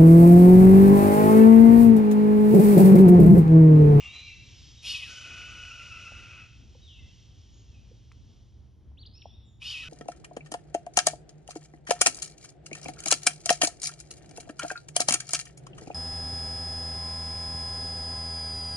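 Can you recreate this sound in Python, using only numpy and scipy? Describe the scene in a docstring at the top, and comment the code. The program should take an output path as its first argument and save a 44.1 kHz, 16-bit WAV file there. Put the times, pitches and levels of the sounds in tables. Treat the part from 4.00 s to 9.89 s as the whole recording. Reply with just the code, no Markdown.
"""Hawk in an echoing wood

A hawk screams twice: partials and shaped noise give a harsh, bright attack, then a long hoarse whistle; the
second scream is cut off just as it settles. The end of another raspy call, noise with a few gliding tones,
fades at the start, and later gliding sines are small birds whistling. Noise bands make faint insects, a low
rumble and thin hiss, with a hum; short pulses are small things dropping. Noise echoes scatter birds and drops."""
import sys
import numpy as np
from scipy import signal
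from scipy.fft import rfft, irfft, next_fast_len
from scipy.io import wavfile
from scipy.ndimage import map_coordinates

SR = 44100
rng = np.random.default_rng(int(sys.argv[2]) if len(sys.argv) > 2 else 0)


def to_wav(sig):
    """Store sig (one row per channel, or 1-D mono) as 16-bit WAV at the path in sys.argv[1].

    Samples outside -1..1 are clipped; the rate is SR.
    """
    pcm = np.clip(np.atleast_2d(sig), -1, 1) * 32767
    pcm = np.round(pcm).astype(np.int16)
    wavfile.write(sys.argv[1], SR, pcm.T)  # frames by channels


N = 259548  # samples


def amp(db):
    """Logarithmic level: decibels become an amplitude ratio, 20 dB to a factor of ten."""
    return 10 ** (np.asarray(db) / 20)


def unit(x):
    """Normalisation by power: scale to rms 1."""
    return x / np.sqrt(np.mean(x ** 2) + 1e-20)


def along(points, hz):
    """Logarithmic frequency scale: interpolate (Hz, value) points over log frequency."""
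    f, v = np.transpose(points)
    return np.interp(np.log(hz + 1), np.log(f + 1), v)


def curves(rows):
    """Piecewise-linear envelopes: one value per sample for each column after the time."""
    s, *cols = np.transpose(rows)
    return [np.interp(np.arange(N) / SR, s, c) for c in cols]


def ramp(t, length):
    """Linear transition: 0 before time zero, rising to 1 over length."""
    return np.clip(t / length, 0, 1)


def wobble(rate):
    """Band-limited random modulation: a smooth curve through rate random knots a second."""
    knots = rng.standard_normal(int(N * rate / SR) + 4)
    return map_coordinates(knots, [np.arange(N) * rate / SR])


def filtered(x, response):
    """Linear filtering: multiply the spectrum of x by a response of frequency."""
    m = next_fast_len(N + SR // 2)  # padded, so that little wraps round
    spectrum = rfft(x, m) * response(np.fft.rfftfreq(m, 1 / SR))
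    return irfft(spectrum, m)[..., :N]


def noise(spectrum):
    """Spectral shaping: white noise coloured by (Hz, dB) points, of rms 1."""
    white = rng.standard_normal(N)
    return unit(filtered(white, lambda hz: amp(along(spectrum, hz))))


def wide(spectrum, side_db):
    """Partial coherence: noise common to both channels plus independent noise of opposite sign in each."""
    common = noise(spectrum)
    opposed = noise(spectrum) * np.array([[1], [-1]])
    return common + amp(side_db) * opposed


def phase_of(hz):
    """Frequency modulation: phase is the running integral of frequency."""
    return 2 * np.pi * np.cumsum(hz) / SR


def background(rumble_db=-53.0, hum_hz=118, hum_db=-64, air_db=-87):
    """Incoherent sources merge into steady noise: insects that ebb, then swell at the end, rumble and hiss."""
    # Course of the insect hiss. Each row: time in seconds, mean level in dB.
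    insect_levels = [(0, -57.5), (.7, -57), (2.6, -65), (3.3, -65), (3.8, -67.5), (4.3, -70), (4.8, -81.5),
                     (5.5, -92), (5.89, -63)]
    # Spectra of insect chorus, rumble and thin hiss. Each row: frequency in Hz, relative density in dB.
    chorus = [(1060, -17), (1800, -13), (2520, -6), (3150, 4), (3510, 0.5), (4210, -3), (4940, -4),
              (5730, 1), (6600, -7.5), (7660, -11), (8250, -68), (9000, -29), (11700, -37), (19800, -120)]
    rumble_spectrum = [(13, -39), (22, -34), (45, -9.5), (70, -2.5), (100, -6.5), (127, -12.5), (163, -19),
                       (196, -20), (352, -28), (395, -31.5), (459, -33.5), (560, -38), (800, -40.5),
                       (1480, -49.5), (2000, -50), (2600, -54.5), (4400, -120)]
    air = [(1000, 15.5), (5000, -36), (9500, 3.5), (13000, -3.5)]

    level_db, = curves(insect_levels)
    insects = amp(level_db + 0.82 * wobble(12)) * wide(chorus, side_db=-21.5)
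    rumble = amp(rumble_db + 1.64 * wobble(12)) * wide(rumble_spectrum, side_db=-9.0)
    hum_phase = phase_of(hum_hz * (1 + 0.0147 * wobble(5.6)))
    hum = amp(hum_db + 1.7 * wobble(3.5)) * np.sqrt(2) * np.sin(hum_phase)
    return insects + rumble + hum + amp(air_db) * wide(air, side_db=-2)


def other_call(level_db=-58, end_s=0.19, fade_db_per_s=204, flutter_db=2):
    """Turbulent, pitchless voicing: the hoarse end of a farther call dies away exponentially after end_s."""
    # Spectrum of the rasp. Each row: frequency in Hz, relative density in dB.
    other_rasp = [(600, -23.5), (1000, -20), (1200, -13), (1450, -28), (1700, -25.5), (2080, -12.5),
                  (2310, -3.5), (2710, -4), (3440, -12), (4040, -34), (4510, -30), (6310, -21.5),
                  (7720, -23.5), (8110, -29), (8390, -82), (9000, -33.5), (11700, -73), (19800, -120)]
    fade_db = fade_db_per_s * np.maximum(np.arange(N) / SR - end_s, 0)
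    return noise(other_rasp) * amp(level_db - fade_db + flutter_db * wobble(51.0))


def gliding_tones(notes, jitter):
    """Pure tones: each sine glides through two pitches or arches through three, swelling and fading."""
    t, out = np.arange(N) / SR, np.zeros(N)
    unsteady = 1 + jitter * wobble(400)
    for s, length, *pitches, db in notes:
        on = (t > s) & (t < s + length)
        u = (t[on] - s) / length  # progress through the note, 0 to 1
        knots = np.linspace(0, 1, len(pitches))
        glide = np.polyfit(knots, pitches, len(pitches) - 1)  # line or parabola through the pitches
        hz = np.polyval(glide, u)
        swell = np.sqrt(2 * np.abs(np.sin(np.pi * u)))
        out[on] += amp(db) * swell * np.sin(phase_of(hz * unsteady[on]))
    return out


def gesture(rows, harsh_s=0.2275, settle_s=.055):
    """Source control: pitch and levels follow a course as a harsh attack gives way to a held note."""
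    t = np.arange(N) / SR
    start, end = rows[0][0], rows[-1][0]
    hz, tone_db, rasp_db, treble_db = curves(rows)
    sounding = (t > start) & (t < end)
    harsh = 1 - ramp(t - start - harsh_s, settle_s)
    return hz, harsh, sounding * amp(tone_db), sounding * amp(rasp_db), treble_db


def catches():
    """Source-resonance coupling: as each catch lowers the pitch, its octave meets the throat's resonance."""
    # Catches in the held note. Each row: centre in seconds, 1/e half width in seconds,
    # pitch dip in Hz, gain of the octave in dB.
    catch_points = [(1.718, .014, 99.8, 6), (1.805, .024, 90.4, 6.5), (1.925, .018, 110, 7.5),
                    (1.968, .018, 85.1, 5.5), (2.071, 0.0161, 94.9, 5.5), (2.421, .014, 120, 8.5)]
    t = np.arange(N) / SR
    s, width, dip_hz, db = np.transpose(catch_points)
    bumps = np.exp(-((t[:, None] - s) / width) ** 2)
    return bumps @ dip_hz, bumps @ db


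def strand(start, rows, jitter=0.0244):
    """Random frequency modulation roughens a tone that glides through the attack of a scream."""
    hz, db = curves([(start + s, f, level) for s, f, level in rows])
    after = np.arange(N) / SR - start
    sounding = (after > rows[0][0]) & (after < rows[-1][0])
    return sounding * amp(db) * np.sin(phase_of(hz * (1 + jitter * wobble(700))))


def scream(rows, waver=0.01307, harsh_waver=0.00909, jitter=0.02408, harsh_jitter=-0.0036,
           second_hz=2550, second_db=-6, second_waver=.025, second_jitter=0.02806,
           shudder_db=1.85, flutter_db=0.54):
    """Source and filter: two sides of a syrinx sound through the throat, with turbulent rasp added."""
    # Partials of the voice. Each row: multiple of the pitch, relative amplitude in dB when harsh, then when
    # settled. The half-steps 2.5 and 3.5 are strongest when harsh; 1.5 is a little stronger when settled.
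    partials = [(1, -33, -3.5), (1.5, -25, -20), (2, -1.5, -1.5), (2.5, -10.5, -25), (3, -7.5, -21),
                (3.5, -11, -38), (4, -21, -10), (5, -22.5, -22)]
    # Spectra of the throat's rasp. Each row: frequency in Hz, relative density in dB.
    rasp_harsh = [(500, -24), (1200, -21), (1900, -29.5), (2500, -1.5), (3000, 2.5), (3700, -5),
                  (4500, -6.5), (5500, -3.5), (6200, -10.5), (7000, -10.5), (8000, -11.5), (9800, -18),
                  (12500, -34), (14000, -46)]
    rasp_settled = [(500, -20.5), (1100, -24.5), (1300, -12), (1440, -6), (1600, -14.5), (1750, -30),
                    (1950, -10.5), (2200, -13), (2550, -2.5), (2950, -11), (3250, -14), (4800, -17.5),
                    (6000, -13.5), (7100, -19), (8200, -27), (10200, -34.5), (12000, -56.5)]
    # The throat's colouring of the tones. Each row: frequency in Hz, gain in dB.
    throat = [(800, -36), (1250, -0.5), (1450, -.5), (1540, -3), (1730, -18), (1930, 1), (2200, -9),
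              (2560, 2), (2660, 2), (2790, -5), (2950, 1), (3700, -1.5), (5500, -2), (7000, -9)]
    # Rough strands in the attack: one arches over it, one slides down to the held pitch.
    # Each row: time after the start in seconds, pitch in Hz, amplitude in dB relative to the rasp gain.
    arch = [(.01, 2450, -27), (.035, 3280, -4.5), (0.054, 3670, -6.5), (.095, 3750, -14),
            (.128, 3380, -1.5), (.155, 3130, -9), (.18, 2860, -25)]
    slide = [(.14, 2501, -20), (.17, 2300, -12), (.2, 2050, -14), (.228, 1903, -12), (.255, 1600, -17),
             (.28, 1485, -11.5), (.3, 1480, -25)]

    hz, harsh, tone_gain, rasp_gain, treble_db = gesture(rows)
    settled = 1 - harsh
    dip_hz, lift_db = catches()
    slow = (settled * waver + harsh * harsh_waver) * wobble(130)
    fast = (jitter + harsh * harsh_jitter) * wobble(700)
    phase = phase_of((hz - dip_hz) * (1 + slow + fast))

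    tones = 0
    for k, hard, soft in partials:
        balance = harsh * amp(hard) + settled * amp(soft)
        flicker = amp(1.0 * wobble(120) + lift_db * (k == 2))  # separate for each partial
        tones = tones + balance * flicker * np.sin(k * phase)

    # the other side of the syrinx, in the held note
    second_unsteady = second_waver * wobble(90) + second_jitter * wobble(700)
    second = np.sin(phase_of(second_hz * (1 + second_unsteady)))
    second_gain = rasp_gain * settled * amp(second_db + 1.5 * wobble(60))
    tones = filtered(tone_gain * tones + second_gain * second, lambda f: amp(along(throat, f)))
    start = rows[0][0]
    tones = tones + rasp_gain * (strand(start, arch) + strand(start, slide))

    rasp = harsh * noise(rasp_harsh) + settled * amp(-2) * noise(rasp_settled)
    pulse = 1 + 0.28 * np.sin(phase / 2)  # at half the pitch
    shudder = unit(amp(shudder_db * wobble(450)) * pulse)
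    voice = np.sqrt(2) * tones + rasp_gain * rasp * shudder
    # the moving treble gain acts above about 3450 Hz
    treble = filtered(voice, lambda f: 1 - 1 / (1 + (f / 3450) ** 12))
    return (voice + treble * (amp(treble_db) - 1)) * amp(flutter_db * wobble(70))


def taps():
    """Heavily damped impact: each dull contact is a few cycles at most under a Gaussian envelope."""
    # Small things dropping. Each row: time in seconds, peak level in dB before the wood's gain,
    # pitch in Hz, 1/e half width in seconds.
    contacts = [(2.121, -43.5, 654, .0012), (2.756, -53.5, 497, 0.0051), (2.751, -58.5, 880, 0.002),
                (3.918, -51, 475, 0.0042), (4.1176, -52, 1213, 0.0011), (4.1177, -47, 2250, 0.00057),
                (4.122, -44, 5300, 0.000085), (4.918, -61, 850, 0.0011), (5.2578, -34, 720, 0.0014)]
    t = np.arange(N) / SR
    out = np.zeros(N)
    for s, db, hz, width in contacts:
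        envelope = np.exp(-((t - s) / width) ** 2)
        out += amp(db) * envelope * np.cos(2 * np.pi * hz * (t - s))
    return out


def forest(x, direct_db, early_db, wet_db, early_t60=0.14, side_db=-14):
    """Scattering and reverberation: trunks give a quick spray of echoes, then a frequency-dependent tail."""
    # Decay of the tail. Each row: frequency in Hz, time in seconds to fall by 60 dB.
    decay_times = [(300, 0.71), (1400, 0.81), (2500, 0.93), (3700, 1.06), (5500, 0.81), (11000, 0.6)]
    hz, t, z = signal.stft(rng.standard_normal((2, 2, SR)), SR, nperseg=256)
    early = signal.istft(z[0] * amp(-60 * t / early_t60), SR, nperseg=256)[1]
    late_decay = amp(-60 * t / along(decay_times, hz)[:, None])
    late = signal.istft(z[1] * late_decay, SR, nperseg=256)[1]
    # each scaled so that its middle response has unit energy
    echoes = amp(early_db) * early / np.linalg.norm(early[0])
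    echoes = echoes + amp(wet_db) * late / np.linalg.norm(late[0])
    mid, side = signal.fftconvolve(x[None], echoes, axes=1)[:, :N]
    return amp(direct_db) * x + mid + amp(side_db) * side * np.array([[1], [-1]])


def scene():
    """Superposition: birds with differing direct-to-reverberant ratios, drops and background add linearly."""
    # Course of each scream. Each row: time in seconds, pitch in Hz before dips and wavering,
    # tone gain in dB, rasp gain in dB, treble gain in dB.
    scream_courses = [
        [(.824, 1150, -64.5, -57, 3), (.843, 1250, -49, -43, -3), (.872, 1400, -43.5, -39.5, 1.5),
         (.912, 1468, -36.5, -41.5, 2.5), (.936, 1450, -44, -40, -0.5), (.95, 1285, -35, -43, -3),
         (.972, 1265, -43, -42.5, -2.5), (.996, 1240, -63, -46, -3), (1.034, 1280, -41, -41, -12),
         (1.06, 1330, -59, -47, -3.5), (1.1, 1505, -54.5, -50.5, 6), (1.18, 1485, -51, -52, 4.5),
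         (1.3, 1462, -51.5, -47, -3), (1.7, 1450, -51.5, -51.5, -0.5), (2.1, 1415, -52.5, -52.5, -1.5),
         (2.41, 1395, -58.5, -51, -9), (2.47, 1350, -78, -62, -4)],
        [(5.6, 1150, -80, -72, -4), (5.621, 1270, -47.5, -44.5, -9), (5.636, 1360, -51, -46.5, -3),
         (5.654, 1440, -43, -45, -2.5), (5.672, 1475, -38, -46, 0), (5.705, 1570, -42.5, -43.5, -1),
         (5.726, 1495, -40.5, -45, -2), (5.746, 1310, -40.5, -48, -4.5), (5.768, 1270, -42, -43, -5.5),
         (5.798, 1250, -48, -46.5, -6), (5.834, 1310, -44, -42.5, -10), (5.862, 1500, -52, -49, 0),
         (5.89, 1490, -56, -52, -3)],
    ]
    # Gliding tones from afar. The rows starting before 0.3 s are the tonal lines in the fading end of the other
    # call; the rest are whistles deep in the wood. Each row: start in seconds, length in seconds, start pitch
    # in Hz, end pitch in Hz, level in dB before the wood's gain.
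    far_notes = [(-.02, 0.137, 2796, 2740, -46.5), (-.02, .13, 2280, 2323, -54),
                 (.115, .16, 2380, 2355, -48.5), (.05, .067, 3740, 3790, -54),
                 (.115, .085, 3930, 3953, -48), (.2, 0.075, 4030, 4050, -54.5),
                 (.27, .035, 2800, 2620, -44.5), (.275, 0.037, 2330, 1957, -56.5),
                 (.54, 0.15, 5100, 5080, -60.5), (.758, .048, 3830, 3680, -55),
                 (2.81, .06, 3800, 3710, -57.5), (2.865, 0.037, 3700, 3000, -51.5),
                 (2.897, 0.041, 3080, 2720, -56.5), (2.935, .045, 2737, 2680, -57),
                 (2.98, 0.059, 2180, 1920, -67), (3.52, .054, 6700, 6500, -64.5),
                 (3.67, .13, 2836, 2350, -70.5), (5.14, 0.073, 2425, 3150, -68),
                 (5.17, 0.074, 5750, 5250, -61), (5.23, .15, 3200, 3850, -62.5),
                 (5.44, 0.095, 7200, 6750, -75)]
    # A songbird close by. Each row: start in seconds, length in seconds, start, middle and end pitch in Hz,
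    # level in dB before the wood's gain.
    near_notes = [(4.972, 0.039, 2440, 3950, 4590, -59.5), (5.008, 0.033, 4600, 4170, 2750, -56),
                  (5.051, 0.014, 2780, 3570, 5000, -56), (5.062, .016, 4930, 4380, 3270, -52.5),
                  (5.134, .044, 4850, 5260, 5610, -61), (5.174, .011, 5700, 5330, 4250, -56.5),
                  (5.216, 0.011, 4360, 3155, 2240, -53.5)]

    other = forest(other_call(), direct_db=3.5, early_db=4.0, wet_db=-2.5)
    far = forest(gliding_tones(far_notes, jitter=.013), direct_db=-7, early_db=-10, wet_db=-2)
    screams = sum(scream(rows) for rows in scream_courses)
    hawk = forest(screams, direct_db=0, early_db=-6, wet_db=-6.5)
    drops = forest(taps(), direct_db=0.5, early_db=-13, wet_db=-22)
    near = forest(gliding_tones(near_notes, jitter=0.0047), direct_db=2, early_db=-16, wet_db=-7)
    left_lean = amp([[.3], [-.3]])  # slightly louder on the left
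    return (hawk + other + far) * left_lean + near + drops + background()


def record(dry, top_hz=13700):
    """Interchannel phase: two microphone ports hear each frequency out of step; nothing passes top_hz."""
    # Phase between the ports. Each row: frequency in Hz, lead of the left port in radians.
    port_leads = [(1500, 0.29), (3100, 0.44), (3700, -0.5), (6200, -0.75), (7200, -1.73), (8000, -3),
                  (10200, -5), (13000, -7.5)]
    opposite = np.array([[1], [-1]])  # half the lead to each side
    ports = filtered(dry, lambda hz: np.exp(.5j * along(port_leads, hz) * opposite))
    return filtered(ports, lambda hz: hz < top_hz)


dry = scene()
out = record(dry)
to_wav(out)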